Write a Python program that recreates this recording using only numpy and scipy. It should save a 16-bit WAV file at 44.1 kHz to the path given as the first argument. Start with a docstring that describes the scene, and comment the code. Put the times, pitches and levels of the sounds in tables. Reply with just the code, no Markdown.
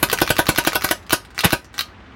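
"""A faint outdoor rush and a fading hiss come first; a pneumatic paintball marker then fires on a roofed deck.
It fires eleven quick shots and three slower ones, cycles once without firing, and soft taps end the scene.
A shot sums minimum-phase pressure pulses, damped modes and decaying noise; before every shot but the first
the action ticks, slams back and clacks shut, as noise bursts with metallic modes.
Roof, boards and railing answer by convolution with discrete echoes and decaying noise."""
import sys
import numpy as np
from scipy import signal
from scipy.fft import rfft, irfft, next_fast_len
from scipy.io import wavfile

SR = 44100
rng = np.random.default_rng(int(sys.argv[2]) if len(sys.argv) > 2 else 0)


def unload_audio(sound):
    """Save the sound as a 16-bit wav file, at the path given as the first command line argument."""
    columns = np.transpose(np.atleast_2d(sound))
    # keep every value between -1 and 1, then stretch to whole-number steps
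    steps = np.round(np.clip(columns, -1, 1) * 32767)
    wavfile.write(sys.argv[1], SR, steps.astype(np.int16))


N = 94859  # length of the scene in samples
T = np.arange(SR // 4) / SR  # time axis of one sound event, s


def amp(db):
    """Level to amplitude: 20 dB is a factor of ten."""
    return 10 ** (np.asarray(db) / 20)


def unit(x):
    """Normalization of a signal to an rms of 1."""
    return x / np.sqrt(np.mean(x ** 2) + 1e-20)


def along(points, hz):
    """Interpolation of (f/Hz, value) points along a logarithmic frequency axis."""
    f, v = np.transpose(points)
    return np.interp(np.log(hz + 1), np.log(f + 1), v)


def filtered(x, response):
    """Linear filtering: the spectrum is multiplied by a frequency response."""
    m = next_fast_len(len(x) + SR // 8)
    spectrum = rfft(x, m) * response(np.fft.rfftfreq(m, 1 / SR))
    return irfft(spectrum, m)[:len(x)]


def noise(tone, size=len(T)):
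    """Spectral shaping of white noise, at rms 1."""
    white = rng.standard_normal(size)
    return unit(filtered(white, lambda hz: amp(along(tone, hz))))


def fade(t60, hold=0):
    """Exponential decay: after the hold the level falls 60 dB per t60."""
    return amp(-60 * np.maximum(T - hold, 0) / t60)


def rise(seconds):
    """First-order build-up with a time constant in seconds."""
    return 1 - np.exp(-T / seconds)


def pulse(tone):
    """Minimum phase: the folded cepstrum of a spectrum gives its causal pulse, of energy 1."""
    size = 2 * len(T)
    cepstrum = irfft(np.log(amp(along(tone, np.fft.rfftfreq(size, 1 / SR)))))
    cepstrum[1:size // 2] *= 2
    cepstrum[size // 2 + 1:] = 0
    p = irfft(np.exp(rfft(cepstrum)))[:len(T)]
    return p / np.linalg.norm(p)


def add(track, s, sound):
    """Superposition of a sound on a track from time s, in seconds."""
    i = max(round(s * SR), 0)
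    track[i:i + len(sound)] += sound[:len(track[i:])]


def ring(modes, scatter_db):
    """Modal superposition: damped sines (f/Hz, level/dB, t60/s), their levels scattered at each strike."""
    total = np.zeros(len(T))
    for hz, db, t60 in modes:
        gain = amp(db + scatter_db * rng.standard_normal())
        total += gain * np.sin(2 * np.pi * hz * T) * fade(t60)
    return total


# spectral density of the outdoor rush: f/Hz, relative level per Hz/dB
RUSH_TONE = [(20, -34.5), (45, 1.5), (90, -1.5), (140, -11), (250, -7), (500, -17), (900, -16), (1600, -16),
             (3000, -26), (5000, -36), (8000, -48.5), (16000, -74)]
# its rms level over time: t/s, level/dB
RUSH_LEVEL = [(0, -36), (1.0, -42.5), (1.298, -44), (1.65, -46), (1.901, -42.5), (2.15, -42)]


def outdoors():
    """Stationary broadband noise under a slow level contour: a faint, low rush from the woods."""
    level_db = np.interp(np.arange(N) / SR, *np.transpose(RUSH_LEVEL))
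    return amp(level_db) * noise(RUSH_TONE, size=N)


# spectrum of gas noise, also used by shots, vent and action: f/Hz, relative level/dB
GAS_TONE = [(200, 10), (1000, -0.5), (2000, -2), (4000, -6), (5800, -13.5), (7200, -12.5), (9000, -8.5),
            (11500, -2.5), (14000, -8), (16000, -16.5)]
WASH_DB, WASH_T60_S = -37.5, 0.37


def wash():
    """Exponential decay of diffuse noise: a hissy echo under the roof, already dying away at the start."""
    out = np.zeros(N)
    add(out, 0, amp(WASH_DB) * noise(GAS_TONE) * fade(WASH_T60_S))
    return out


# shots: t/s, relative level of pop and blast/dB, relative level of gas/dB
SHOTS = [(.028, -2, 4), (.128, -2.5, 0), (0.2153, -1.5, 0), (.3027, -2.5, -0.5), (0.3886, 0.5, -12),
         (0.489, -3.5, 3.5), (0.582, -3, 0.5), (0.6709, -3, 0), (.754, -2, -1.5), (0.843, -4.5, 1.5),
         (0.9102, -4, 3), (1.128, -1, 3), (1.4428, -10, -2), (1.5283, -3, -3)]
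# spectra of the two pressure pulses of a shot: f/Hz, relative level/dB
POP_TONE = [(30, -33.5), (90, 7), (250, -1.5), (420, 14.5), (800, -7), (1150, -7), (1500, -6), (2500, -5.5),
            (5000, -36.5), (16000, -4)]
BLAST_TONE = [(30, -15), (120, 1), (400, 1), (720, -14), (1150, -17.5), (1500, 9.5), (2000, -5), (2700, 1),
              (5000, -9), (16000, -34.5)]
POP_DB, BLAST_DB, BLAST_DELAY_S = 9, 11, .0034
# resonances of marker and deck that a shot rings: f/Hz, bandwidth/Hz, relative level/dB
BODY = [(165, 26, -0.5), (328, 55, -11.5), (378, 15, 2), (607, 82, 7), (687, 15, -3), (742, 43, 6),
        (956.6, 42, 13), (1252, 13, 6), (1524, 130, 7), (1512, 16.3, 0), (1596, 25, -6.5),
        (1878, 76, -11.5), (2520, 54, -2), (2850, 74, -19)]
BODY_DB, BODY_SCATTER_DB = 13.5, 1.5
GAS_DB, GAS_ATTACK_S, GAS_HOLD_S, GAS_T60_S = -12, 0.00055, 0.0036, 0.0065
CRACK_DB, CRACK_T60_S = -3.5, 0.0045
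THUMP_HZ, THUMP_DB, THUMP_T60_S, THUMP_RISE_S = 73, -18, 0.066, 0.011
SHOT_WET_DB = 0  # strength of the deck's answer


def shots():
    """Impulsive excitation: valve pop and gas, then a blast and crack as the ball leaves, ringing the body."""
    out = np.zeros(N)
    pop = amp(POP_DB) * pulse(POP_TONE)
    blast = amp(BLAST_DB) * pulse(BLAST_TONE)
    # t60 is inverse to bandwidth; weighting by bandwidth keeps the resonance peaks at their tabled ratios
    modes = [(hz, db + 20 * np.log10(width), np.log(1000) / np.pi / width) for hz, width, db in BODY]
    thump_sine = np.sin(2 * np.pi * THUMP_HZ * T)
    thump = -amp(THUMP_DB) * thump_sine * rise(THUMP_RISE_S) * fade(THUMP_T60_S)
    for s, db, gas_db in SHOTS:
        modal = ring(modes, BODY_SCATTER_DB)
        body = amp(BODY_DB) * modal / np.linalg.norm(modal)
        gas = amp(GAS_DB + gas_db) * noise(GAS_TONE) * rise(GAS_ATTACK_S) * fade(GAS_T60_S, GAS_HOLD_S)
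        crack = amp(CRACK_DB) * noise(GAS_TONE) * fade(CRACK_T60_S)
        shot = amp(db) * (pop + thump) + gas
        add(shot, BLAST_DELAY_S, amp(db) * (blast + crack + body))
        add(out, s, deck(shot, SHOT_WET_DB))
    return out


# echoes off nearby boards: delay/s, relative amplitude
BOARDS = [(.0026, 0.47), (.0062, 0.27), (.0088, 0.25)]
# spectrum of the dense scatter under the roof, thin in the bass: f/Hz, relative level/dB
NEAR_TONE = [(50, -30), (160, -22), (400, -9), (1000, -3), (3000, 0), (6500, 2), (10000, -2), (16000, -4)]
NEAR_DB, NEAR_T60_S, NEAR_DELAY_S = -5.5, 0.082, .004
# spectrum of the longer tail: f/Hz, relative level/dB
FAR_TONE = [(50, -20), (160, -9.5), (400, -1), (1500, -0.5), (6000, 7), (10000, -0.5), (16000, -11.5)]
# its reverberation time: f/Hz, t60/s
FAR_T60 = [(100, 0.19), (1500, 0.17), (6000, 0.19), (14000, 0.2)]
FAR_DB = -10.5


def deck(x, wet_db):
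    """Convolution with an impulse response: discrete board echoes, dense roof scatter and a thin longer tail."""
    answer = np.zeros(SR // 2)
    for delay, share in BOARDS:
        add(answer, delay, np.array([share]))
    near = noise(NEAR_TONE) * fade(NEAR_T60_S)
    add(answer, NEAR_DELAY_S, amp(NEAR_DB) * near / np.linalg.norm(near))
    # each frequency band of the tail decays at its own rate
    hz, t, bands = signal.stft(noise(FAR_TONE, size=SR // 2), SR, nperseg=256)
    decay = amp(-60 * t / along(FAR_T60, hz)[:, None])
    far = signal.istft(bands * decay, SR)[1]
    add(answer, 2 * NEAR_DELAY_S, amp(FAR_DB) * far / np.linalg.norm(far))
    heard = amp(wet_db) * signal.fftconvolve(x, answer)
    add(heard, 0, x)
    return heard


# strokes of the action: t of the back stop/s, relative stop level/dB, relative clack level/dB
CYCLES = [(0.0991, -1.5, -1), (.1872, -0.5, -4.5), (0.2761, -1.5, -4), (0.3667, -2.5, -1.5),
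          (0.4681, -1.5, -4.5), (0.56, -1.5, -2), (0.6499, 0, -5.5), (0.732, -1.5, -5.5),
          (0.8211, -1.5, -5.5), (.889, -0.5, -9.5), (1.1067, -0.5, 1.5), (1.3904, 3.5, 0),
          (1.506, -2, -0.5), (1.7917, 2.5, 0)]
# spectra of sear tick, back stop and closing clack: f/Hz, relative level/dB
SEAR_TONE = [(100, -27), (800, -14), (1500, 2), (2300, 2), (4000, -15), (6000, -3.5), (8000, -26),
             (12000, -22), (16000, -17.5)]
STOP_TONE = [(100, -20), (700, -12.5), (1250, 0.5), (2000, 2), (2800, -4.5), (4200, -1), (6000, -8),
             (7500, -17.5), (11000, -16.5), (16000, -13)]
CLACK_TONE = [(100, -22), (1000, -6.5), (2000, -5), (3100, 3), (4300, -4), (7000, -17), (12500, -11.5),
              (16000, -15.5)]
SEAR_LEAD_S, SEAR_DB, SEAR_T60_S = .011, -19, 0.0077
RAM_DB, RAM_T60_S = -39, .03
STOP_DB, STOP_T60_S, STOP_HOLD_S = -15, 0.015, 0.00052
CLACK_LAG_S, CLACK_DB, CLACK_HOLD_S, CLACK_T60_S = .0162, -16, 0.0019, .011
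# modes of the metal parts: f/Hz, relative level/dB, t60/s
METAL = [(1230, -7, 0.24), (1322, 3.5, 0.046), (1432, -6.5, 0.067), (2820, -4, 0.038), (2927, -11.5, .04),
         (3440, -20, .04), (4280, -3, .03)]
METAL_DB, METAL_SCATTER_DB = -28.5, 1.5
ACTION_WET_DB = -2.5


def action():
    """Impact excitation of metal modes: the sear ticks, air drives the ram to its stop, the bolt clacks shut."""
    out = np.zeros(N)
    for s, db, clack_db in CYCLES:
        sear = amp(SEAR_DB) * noise(SEAR_TONE) * fade(SEAR_T60_S)
        air = amp(RAM_DB) * noise(GAS_TONE) * fade(RAM_T60_S, hold=SEAR_LEAD_S)
        stop = amp(STOP_DB) * noise(STOP_TONE) * fade(STOP_T60_S, STOP_HOLD_S)
        stop += amp(METAL_DB) * ring(METAL, METAL_SCATTER_DB)
        clack = amp(CLACK_DB) * noise(CLACK_TONE) * fade(CLACK_T60_S, CLACK_HOLD_S)
        clack += amp(METAL_DB - 5) * ring(METAL, METAL_SCATTER_DB)
        stroke = amp(db) * (sear + air)
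        add(stroke, SEAR_LEAD_S, amp(db) * stop)
        add(stroke, SEAR_LEAD_S + CLACK_LAG_S, amp(clack_db) * clack)
        add(out, s - SEAR_LEAD_S, deck(stroke, ACTION_WET_DB))
    return out


# small clicks of trigger and hopper: t/s, relative level/dB
TICKS = [(1.0271, -31.5), (1.0655, -25), (1.2496, -24), (1.3049, -28), (1.3468, -23.5), (1.6452, -25.5),
         (1.7304, -34), (1.7414, -19.5)]
# slides of the trigger before a slow stroke: t/s, length/s, level/dB
PULLS = [(1.353, 0.018, -45.5), (1.74, 0.046, -47.5)]
# spectrum of both: f/Hz, relative level/dB
TICK_TONE = [(200, -7), (1500, 1), (3000, -6), (7000, -12), (15000, -23.5)]
TICK_DB, TICK_T60_S, TICK_WET_DB = -11.5, 0.014, 2.5
PULL_RISE_S, PULL_T60_S = 0.0028, .03


def ticks():
    """Impact and friction noise: trigger and hopper click faintly; the trigger rubs as it is pulled."""
    out = np.zeros(N)
    for s, db in TICKS:
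        add(out, s, amp(db + TICK_DB) * noise(TICK_TONE) * fade(TICK_T60_S))
    for s, length, db in PULLS:
        add(out, s, amp(db) * noise(TICK_TONE) * rise(PULL_RISE_S) * fade(PULL_T60_S, length))
    return out


# spectrum of the bolt's scrape: f/Hz, relative level/dB
SCRAPE_TONE = [(100, -29), (400, -9.5), (1100, -8.5), (2000, -9), (3000, -9), (4500, -17), (16000, -40)]
SCRAPE_S, SCRAPE_DB, SCRAPE_RISE_S, SCRAPE_HOLD_S, SCRAPE_T60_S = 1.432, -13, 0.0047, 0.017, 0.12
VENT_S, VENT_DB, VENT_RISE_S, VENT_HOLD_S, VENT_T60_S = 1.443, -9, 0.006, 0.012, 0.022
BOOM_HZ, BOOM_DB, BOOM_T60_S = 175, -11.5, 0.079
VENT_WET_DB = -8


def vent():
    """Friction, jet noise and resonance: once the bolt scrapes home and gas escapes in a longer, hollow puff."""
    out = np.zeros(N)
    scrape = noise(SCRAPE_TONE) * rise(SCRAPE_RISE_S) ** 2 * fade(SCRAPE_T60_S, SCRAPE_HOLD_S)
    puff = noise(GAS_TONE) * rise(VENT_RISE_S) * fade(VENT_T60_S, VENT_HOLD_S)
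    boom = np.sin(2 * np.pi * BOOM_HZ * T) * rise(VENT_RISE_S) * fade(BOOM_T60_S, VENT_HOLD_S)
    add(out, SCRAPE_S, amp(SCRAPE_DB) * scrape)
    add(out, VENT_S, amp(VENT_DB) * puff + amp(BOOM_DB) * boom)
    return out


# spectrum of the dull taps: f/Hz, relative level/dB
PATTER_TONE = [(60, -2), (250, 0), (600, -9), (1500, -3), (3000, -4), (5000, -22), (9000, -40),
               (16000, -50)]
PATTER_S, PATTER_GAP_S, PATTER_DB, PATTER_RISE_S, PATTER_T60_S = 1.883, 0.059, -42, .002, .06


def patter(count=6):
    """Periodic repetition of decaying noise bursts: soft, dull taps follow each other evenly."""
    out = np.zeros(N)
    for k in range(count):
        tap = noise(PATTER_TONE) * rise(PATTER_RISE_S) * fade(PATTER_T60_S)
        add(out, PATTER_S + k * PATTER_GAP_S, amp(PATTER_DB) * tap)
    return out


def scene():
    """Superposition of the marker under the deck roof and the outdoors behind."""
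    background = outdoors() + wash() + patter()
    marker = shots() + action()  # already carry the deck's answer
    marker += deck(ticks(), TICK_WET_DB)[:N]
    marker += deck(vent(), VENT_WET_DB)[:N]
    return (background + marker)[None]


LOW_CUT_HZ, TOP_HZ = 51.4, 15900
CLIP_TOP, CLIP_HARDNESS = 1.0, 6  # limiting amplitude, exponent of the knee


def record(dry):
    """Band limiting and soft saturation: the microphone drops deep bass, rounds peaks and cuts the top."""
    high_pass = signal.butter(4, LOW_CUT_HZ, 'highpass', fs=SR, output='sos')
    x = signal.sosfilt(high_pass, dry[0])
    x = x / (1 + np.abs(x / CLIP_TOP) ** CLIP_HARDNESS) ** (1 / CLIP_HARDNESS)
    return filtered(x, lambda hz: hz < TOP_HZ)[None]


dry = scene()
out = record(dry)
unload_audio(out)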